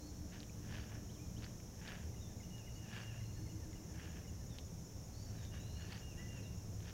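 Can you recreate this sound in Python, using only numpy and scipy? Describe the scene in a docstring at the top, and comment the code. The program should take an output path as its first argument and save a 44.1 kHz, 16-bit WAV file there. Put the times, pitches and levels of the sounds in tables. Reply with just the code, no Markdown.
"""Fishing on a summer evening

Under a soft rumble of air, a far motor hums across the lake and low hoots sound. Insects drone in
the trees, one cricket chirps evenly, and birds whistle from the wooded shore, which echoes them.
Close by in the boat, an angler winds his reel in short turns: gear teeth and line rasp, the ratchet
ticks and the tackle clicks."""
import sys
import numpy as np
from scipy import signal
from scipy.fft import rfft, irfft
from scipy.io import wavfile
from scipy.ndimage import uniform_filter1d

SR = 44100
rng = np.random.default_rng(int(sys.argv[2]) if len(sys.argv) > 2 else 0)


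def digitize_waveform(pressure):
    """Quantize a signal to 16-bit integers and store it at the path in sys.argv[1].

    Rows of a 2-D input are taken as channels; values are limited to [-1, 1].
    """
    field = np.atleast_2d(pressure).T
    bounded = np.clip(field, -1, 1)
    quanta = np.round(bounded * 32767).astype(np.int16)
    wavfile.write(sys.argv[1], SR, quanta)


N = 305596
TIME = np.arange(N) / SR


def gain_of(db):
    """Decibels to amplitude."""
    return 10 ** (np.asarray(db) / 20)


def unit_rms(x):
    """Scales to an rms of one."""
    return x / np.sqrt(np.mean(x ** 2) + 1e-20)


def eq_gain(curve, hz):
    """The gain of an EQ curve at hz, read on a log-frequency axis."""
    freq_hz, level_db = np.transpose(curve)
    return gain_of(np.interp(np.log(hz + 1), np.log(freq_hz + 1), level_db))


def add(mix, start_s, sound):
    """Lays a sound into the mix, no earlier than time zero."""
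    part = mix[max(round(start_s * SR), 0):][:len(sound)]
    part += sound[:len(part)]


def coloured(x, gain):
    """Filters x by a gain that is a function of frequency."""
    return irfft(rfft(x) * gain(np.fft.rfftfreq(len(x), 1 / SR)), len(x))


def noise(gain):
    """Noise of rms one with the given spectrum."""
    return unit_rms(coloured(rng.standard_normal(N), gain))


def drift(rate_hz):
    """A random modulator, mostly slower than rate_hz."""
    return noise(lambda f: np.exp(-(f / rate_hz) ** 2))


def bell(f, hz, width):
    """A band around hz, half the power at the edges of its width."""
    return 2 ** (-2 * ((f - hz) / width) ** 2)


def shore(dry, t60_s, wet_db, predelay_s=0.019, echoes_per_s=2000):
    """Trunks and leaves scatter a sound into many late, weak echoes."""
    t = np.arange(SR) / SR
    echoes = rng.standard_normal(SR) * (rng.random(SR) < echoes_per_s / SR)
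    echoes *= (t > predelay_s) * gain_of(-60 * t / t60_s)
    return dry + gain_of(wet_db) * signal.fftconvolve(dry, echoes / np.linalg.norm(echoes))[:N]


# Tone of the air over the lake: freq_hz, gain_db
AIR_EQ = [(12, -41), (20, -4), (50, -4), (80, 4), (97, -2.5), (122, -1.5), (142, -7.5), (200, -6.5),
          (232, -12.5), (275, -13.5), (400, -17.5), (500, -19), (717, -23.5), (1220, -32.5), (3150, -38),
          (4800, -38), (6000, -32.5), (7930, -39.5), (16000, -41)]


def air(level_db=-50, sway_db=1.1, sway_hz=1.85, rise_db_per_s=0.13, crossover_hz=300):
    """A low rumble that sways and slowly grows, under a smooth hiss."""
    bed = gain_of(level_db) * noise(lambda f: eq_gain(AIR_EQ, f))
    rumble = coloured(bed, lambda f: 1 / (1 + (f / crossover_hz) ** 4))
    hiss = bed - rumble
    swell_db = rise_db_per_s * (TIME - TIME.mean()) + sway_db * drift(sway_hz)
    return rumble * gain_of(swell_db) + hiss


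def whine(pitch_hz=12023, level_db=-84, waver_db=1.2):
    """A thin high tone whose level wavers a little."""
    return gain_of(level_db + waver_db * drift(4)) * np.sqrt(2) * np.sin(2 * np.pi * pitch_hz * TIME)


# Faint far drones: start_s, end_s, pitch_hz, width_hz, level_db
DRONES = [(0.6, 3.6, 116, 2.6, -60.5), (2.5, 3.7, 129, 5.5, -59.5), (-0.5, 4.2, 217, 2.9, -62.5),
          (-0.5, 8, 163, 5.8, -63), (-2.5, 8, 176, 7.9, -63), (0.5, 4.2, 320, 6.1, -73.5)]


def drones():
    """Narrow bands of low noise hum in the distance, each fading in and out."""
    out = np.zeros(N)
    for start_s, end_s, pitch_hz, width_hz, level_db in DRONES:
        along = np.clip((TIME - start_s) / (end_s - start_s), 0, 1)
        fade = np.sqrt(abs(np.sin(np.pi * along)))
        out += gain_of(level_db) * fade * noise(lambda f: bell(f, pitch_hz, width_hz))
    return out


# Swells where the motor carries better across the water: peak_s, half_length_s, level_db
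MOTOR_SWELLS = [(.8, .3, -56.5), (3.18, 0.3, -50.5), (5.33, 0.1, -50.5), (5.853, 0.28, -57),
                (6.62, .35, -51)]


def motor(pitch_hz=108.4, floor_db=-61, slows_at_s=5.4, sag_hz_per_s=3.6, waver_hz=1.44, waver_db=1.0):
    """The firing tone of a far motor runs steadily, then sinks as the motor slows."""
    hz = pitch_hz - sag_hz_per_s * np.maximum(TIME - slows_at_s, 0)
    cycles = np.cumsum(hz + waver_hz * drift(4.43)) / SR
    power = gain_of(floor_db) ** 2
    for peak_s, half_length_s, level_db in MOTOR_SWELLS:
        power += gain_of(level_db) ** 2 * np.exp(-((TIME - peak_s) / half_length_s) ** 2)
    return np.sqrt(2 * power) * gain_of(-waver_db * drift(5.3)) * np.sin(2 * np.pi * cycles)


# Runs of soft, far hoots: start_s, count, period_s, pitch_hz, level_db, fade_db_per_hoot
HOOT_RUNS = [(-.045, 8, .195, 300, -56, 0.65), (3.38, 6, .127, 313.4, -57.5, 0.6)]


def hoots(detune_hz=1.35, duty=.78):
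    """Evenly spaced hoots, each a plain tone that swells and fades, softer than the last."""
    out = np.zeros(N)
    for start_s, count, period_s, pitch_hz, level_db, fade_db in HOOT_RUNS:
        t = np.arange(0, duty * period_s, 1 / SR)
        envelope = np.sin(np.pi * t / t[-1])
        for k in range(count):
            hz = pitch_hz + detune_hz * rng.standard_normal()
            tone = np.sqrt(2) * np.sin(2 * np.pi * (hz * t + rng.random()))
            add(out, start_s + k * period_s, gain_of(level_db - k * fade_db) * envelope * tone)
    return out


# Bands of the insect chorus: pitch_hz, width_hz, gain_db
INSECT_BANDS = [(5325, 406, -2), (5580, 270, 2.5), (5850, 190, 0), (6070, 220, 0.5), (6360, 250, 1.5),
                (6810, 270, -1.5), (6720, 130, -5.5), (6840, 210, -10), (7285, 92, -2.5),
                (7700, 480, -19.5)]


def insects(level_db=-64, flutter_db=.5):
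    """Many wings blur into one narrow band for each kind of insect."""
    def spectrum(f):
        return np.sqrt(sum((gain_of(db) * bell(f, hz, width)) ** 2 for hz, width, db in INSECT_BANDS))
    return noise(spectrum) * gain_of(level_db + flutter_db * drift(40))


# Fader curve of the cricket: time_s, level_db
CRICKET_FADER = [(0, -69), (1.5, -70.5), (3, -67.7), (4.6, -65.3), (6.93, -66.7)]


def cricket(first_s=.118, period_s=.18965, length_s=0.05, jitter_s=0.0035, top_hz=6835, bend_hz=210):
    """Even chirps, each a tone that slides up to the wing's pitch and sags a little."""
    out, along = np.zeros(N), np.linspace(0, 1, round(length_s * SR))
    bend = bend_hz * ((along - .65) / 0.683) ** 2
    for centre_s in np.arange(first_s, N / SR, period_s):
        hz = top_hz + 15 * rng.standard_normal() - bend
        chirp = np.sin(np.pi * along) * np.sin(2 * np.pi * np.cumsum(hz) / SR)
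        add(out, centre_s - length_s / 2 + jitter_s * rng.standard_normal(), chirp)
    return np.sqrt(2) * out * gain_of(np.interp(TIME, *np.transpose(CRICKET_FADER)))


# Bouts of the clear two-note song: start_s, repeats, level_db, shift_hz
TWO_NOTE_BOUTS = [(2.501, 3, -67.5, 29.2), (5.505, 4, -67, 11.4)]


def two_note_song(period_s=.243, slowing_s=.0045, link_s=.138, link_lag_s=.006,
                  link_db=-2.0, swell_db=2.0, sag_hz=55):
    """A pair of notes slows, grows louder and sags in pitch: start_s, syllable, level_db, shift_hz."""
    notes = []
    for start_s, repeats, level_db, shift_hz in TWO_NOTE_BOUTS:
        for k in range(repeats):
            along = k / (repeats - 1)
            hook_s = start_s + period_s * k + slowing_s * k ** 2
            db, shift = level_db + swell_db * along, shift_hz - sag_hz * along ** 2
            notes.append((hook_s, "hook", db, shift))
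            notes.append((hook_s + link_s + link_lag_s * k, "link", db + link_db, shift))
    return notes


def rolling_song(start_s=2.128, count=9, period_s=.2705, hurry_s=.00082, low_s=.16,
                 dip_db=-67.5, low_db=-72, ends_db=-2.0):
    """Two notes alternate, hurrying a little, loudest mid-song: start_s, syllable, level_db, shift_hz."""
    notes = []
    for k in range(count):
        dip_s = start_s + period_s * k - hurry_s * k ** 2
        arch_db = ends_db * (2 * k / (count - 1) - 1) ** 2
        notes += [(dip_s, "dip", dip_db + arch_db, 0), (dip_s + low_s, "low", low_db + arch_db, 0)]
    return notes


# Pitch contour of each whistled syllable, by name: time_s, pitch_hz
SYLLABLES = { "hook": [(0, 2845), (.08, 2850), (.104, 2760), (.138, 2336)], "link": [(0, 2680), (.02, 2830),
             (.05, 2865), (.075, 2833)], "low": [(0, 1848), (.032, 1710), (.048, 1570)], "dip": [(0, 2258),
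             (.022, 1970), (.034, 2840), (.048, 2920), (.066, 2630)], "slur": [(0, 3480), (.014, 3850),
             (.04, 3540), (.078, 3530)], "arch": [(0, 4200), (.025, 4570), (.045, 4560), (.065, 4250)],
             "rise": [(0, 2800), (.015, 3200), (.036, 4450)], "fall": [(0, 4500), (.022, 3600),
             (.068, 2300), (.09, 2520), (.14, 2380)], "drop": [(0, 4220), (.015, 4100), (.06, 3420)],
             "flute": [(0, 1840), (.025, 1978), (.11, 1986)], "pee": [(0, 4200), (.045, 4550), (.17, 4600)],
             "ah": [(0, 4100), (.045, 3760), (.14, 3620)], "wee": [(0, 3620), (.17, 4080), (.27, 4300),
             (.36, 4370)], "long": [(0, 4060), (.13, 4290), (.24, 4380), (.35, 4260)], "thin": [(0, 4200),
             (.05, 4300), (.11, 4330)], }
# Fast pitch shake of the burred syllables, by name: depth_hz
BURR_DEPTHS = {"thin": 120, "pee": 140, "ah": 80, "wee": 76, "long": 33}
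# Single calls of the other birds: start_s, syllable, level_db
BIRD_CALLS = [(0, "thin", -70), (1.088, "rise", -65.5), (1.125, "fall", -72), (1.362, "rise", -61),
              (2.202, "slur", -69), (2.725, "arch", -73), (3.19, "long", -76.5), (4.49, "slur", -72),
              (5.131, "pee", -69.5), (5.36, "ah", -72), (5.53, "wee", -70.5), (6.174, "flute", -64),
              (6.422, "drop", -69.5)]


def birds(quaver=0.0047, flutter_db=2.0, glide_hz_per_s=24000, attack_share=0.17, release_share=0.19):
    """Each whistle swells, follows its contour and fades, thinning in fast glides; some have a burr."""
    out = np.zeros(N)
    wobble, flutter, shake = 1 + quaver * drift(130), gain_of(flutter_db * drift(70)), drift(260)
    notes = two_note_song() + rolling_song() + [(*call, 0) for call in BIRD_CALLS]
    for start_s, syllable, level_db, shift_hz in notes:
        time_s, pitch_hz = np.transpose(SYLLABLES[syllable])
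        t = np.arange(0, time_s[-1], 1 / SR)
        contour = uniform_filter1d(np.interp(t, time_s, pitch_hz + shift_hz), size=300)
        burr = BURR_DEPTHS.get(syllable, 0) * np.interp(start_s + t, TIME, shake)
        hz = contour * np.interp(start_s + t, TIME, wobble) + burr
        along = t / t[-1]
        envelope = np.sqrt(np.clip(np.minimum(along / attack_share, (1 - along) / release_share), 0, 1))
        envelope /= np.hypot(1, np.gradient(contour) * SR / glide_hz_per_s)  # 3 dB down at this glide
        whistle = np.sqrt(2) * np.sin(2 * np.pi * np.cumsum(hz) / SR)
        add(out, start_s, gain_of(level_db) * envelope * whistle)
    return out * flutter


# Runs of the reel's ratchet: start_s, ticks, first_peak_db
RATCHET_RUNS = [(.803, 3, -54), (1.443, 1, -46), (3.018, 1, -54), (5.922, 4, -45.5)]


def ratchet(gap_s=0.024, fade_db=4, pitch_hz=4610, width_hz=200):
    """The pawl ticks at an even pace, each tick weaker: start_s, peak_db, pitch_hz, width_hz."""
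    return [(start_s + k * gap_s, first_peak_db - k * fade_db, pitch_hz, width_hz)
            for start_s, ticks, first_peak_db in RATCHET_RUNS for k in range(ticks)]


# Sharp clicks of the tackle: start_s, peak_db, pitch_hz, width_hz
TACKLE_CLICKS = [(.404, -40, 4200, 900), (.431, -41.5, 3060, 1110), (.496, -54, 2480, 150),
                 (.767, -42, 3300, 1800), (1.424, -42, 2480, 1810), (1.441, -41.5, 3000, 1600),
                 (1.445, -41, 2700, 1400), (1.464, -47.5, 1750, 400), (1.602, -51, 2300, 700),
                 (1.876, -40, 2300, 1200), (1.879, -37, 3900, 1400), (1.891, -40, 2310, 1200),
                 (1.935, -47, 1900, 1000), (1.964, -45, 2300, 1300), (2.582, -51, 3400, 900),
                 (3.731, -45, 3300, 2500), (4.586, -37, 3580, 1200), (5.451, -42.5, 3500, 2000),
                 (5.542, -48, 1800, 900), (5.925, -38, 2000, 1100), (6.805, -49, 3020, 700),
                 (6.897, -39, 3200, 2500)]


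def tackle(rattle_db=-24, rattle_t60_s=0.065):
    """Each click and ratchet tick rings briefly at its own pitch and leaves a tiny rattle."""
    out, t = np.zeros(N), np.arange(2048) / SR
    for start_s, peak_db, pitch_hz, width_hz in TACKLE_CLICKS + ratchet():
        age = 2 * np.pi * width_hz * t  # a wider band dies sooner
        ring = age * np.exp(1 - age) * np.sin(2 * np.pi * pitch_hz * t)
        strike = gain_of(rattle_db - 60 * t / rattle_t60_s) * rng.standard_normal(len(t)) / 2
        strike[0] = 1  # the hit itself, ahead of the rattle
        click = signal.fftconvolve(strike, ring)
        add(out, start_s, gain_of(peak_db) * click / abs(click).max())
    return out


# Tone of the reel's rasp: freq_hz, gain_db
RASP_EQ = [(300, -6), (800, -2.5), (1250, -6.5), (1520, -0.5), (1730, 5), (2050, -5), (2850, -1.5),
           (3500, -7.5), (4200, -14.5), (4650, -9), (5300, -18), (9000, -30), (16000, -34)]
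# Turns of the handle, loudest when fastest: peak_s, run_up_s, run_down_s, level_db, bright_db
REEL_TURNS = [(.335, .03, 0.11, -60.5, 1), (.74, 0.13, 0.22, -57, 0), (.92, .12, 0.15, -62, -10),
              (1.44, .08, 0.1, -65.5, 5), (1.89, 0.12, 0.19, -56, -1), (2.97, 0.13, 0.16, -55.5, 0.5),
              (3.15, 0.17, 0.15, -66.5, -2), (4.035, 0.14, 0.19, -60, -2), (4.17, .1, 0.15, -64.5, -7),
              (4.558, 0.044, .04, -68, 3), (5.43, 0.31, 0.11, -68, -1), (5.55, 0.054, 0.18, -64, 0),
              (5.82, 0.13, 0.24, -64.5, 0), (5.925, 0.09, .14, -58, 2.5), (6.19, 0.055, 0.25, -67.5, -2),
              (6.39, 0.37, 0.11, -67.5, -1), (6.885, 0.096, 0.051, -60.5, 2)]


def reel(gain_db=3.5, ticks_per_s=850, spread_db=2.5, hiss_mix=0.47, clump_db=2.7,
         crossover_hz=3300, run_range_db=19.5, roundness=1.09):
    """Gear teeth and line make dense clumps of ticks that ring in the reel; each turn runs up and down."""
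    ticks = (rng.random(N) < ticks_per_s / SR) * rng.choice([-1, 1], N)
    ticks = ticks * gain_of(spread_db * np.minimum(rng.exponential(1, N), 3))
    grit = unit_rms(ticks) + hiss_mix * rng.standard_normal(N)
    clumps = gain_of(clump_db * np.tanh(noise(lambda f: bell(f, hz=64, width=76))))
    rasp = unit_rms(coloured(grit * clumps, lambda f: eq_gain(RASP_EQ, f)))
    body = coloured(rasp, lambda f: 1 / (1 + (f / crossover_hz) ** 8))
    treble = rasp - body
    body_gain, treble_gain = np.zeros(N), np.zeros(N)
    for peak_s, run_up_s, run_down_s, level_db, bright_db in REEL_TURNS:
        from_peak = np.maximum((peak_s - TIME) / run_up_s, (TIME - peak_s) / run_down_s)
        swell = gain_of(level_db - run_range_db * from_peak ** roundness)  # 1: pointed top, 2: round
        body_gain = np.maximum(body_gain, swell)
        treble_gain = np.maximum(treble_gain, swell * gain_of(bright_db))
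    return gain_of(gain_db) * (body * body_gain + treble * treble_gain)


def scene():
    """A mono mix: calls echo from the shore over the evening bed, with reel and tackle dry and close."""
    calls = gain_of(-0.15) * shore(birds(), t60_s=0.96, wet_db=-4.5)
    calls += shore(cricket(), t60_s=0.54, wet_db=-16)
    calls += shore(hoots(), t60_s=1.0, wet_db=-11)
    bed = air() + motor() + drones() + insects()
    angler = reel() + tackle()
    return (bed + whine() + calls + angler)[None]


def record(dry, cutoff_hz=15900):
    """A steep low-pass takes off the highest treble."""
    low_pass = signal.firwin(801, cutoff_hz, window=("kaiser", 9), fs=SR)
    return signal.oaconvolve(dry, low_pass[None], "same")


dry = scene()
out = record(dry)
digitize_waveform(out)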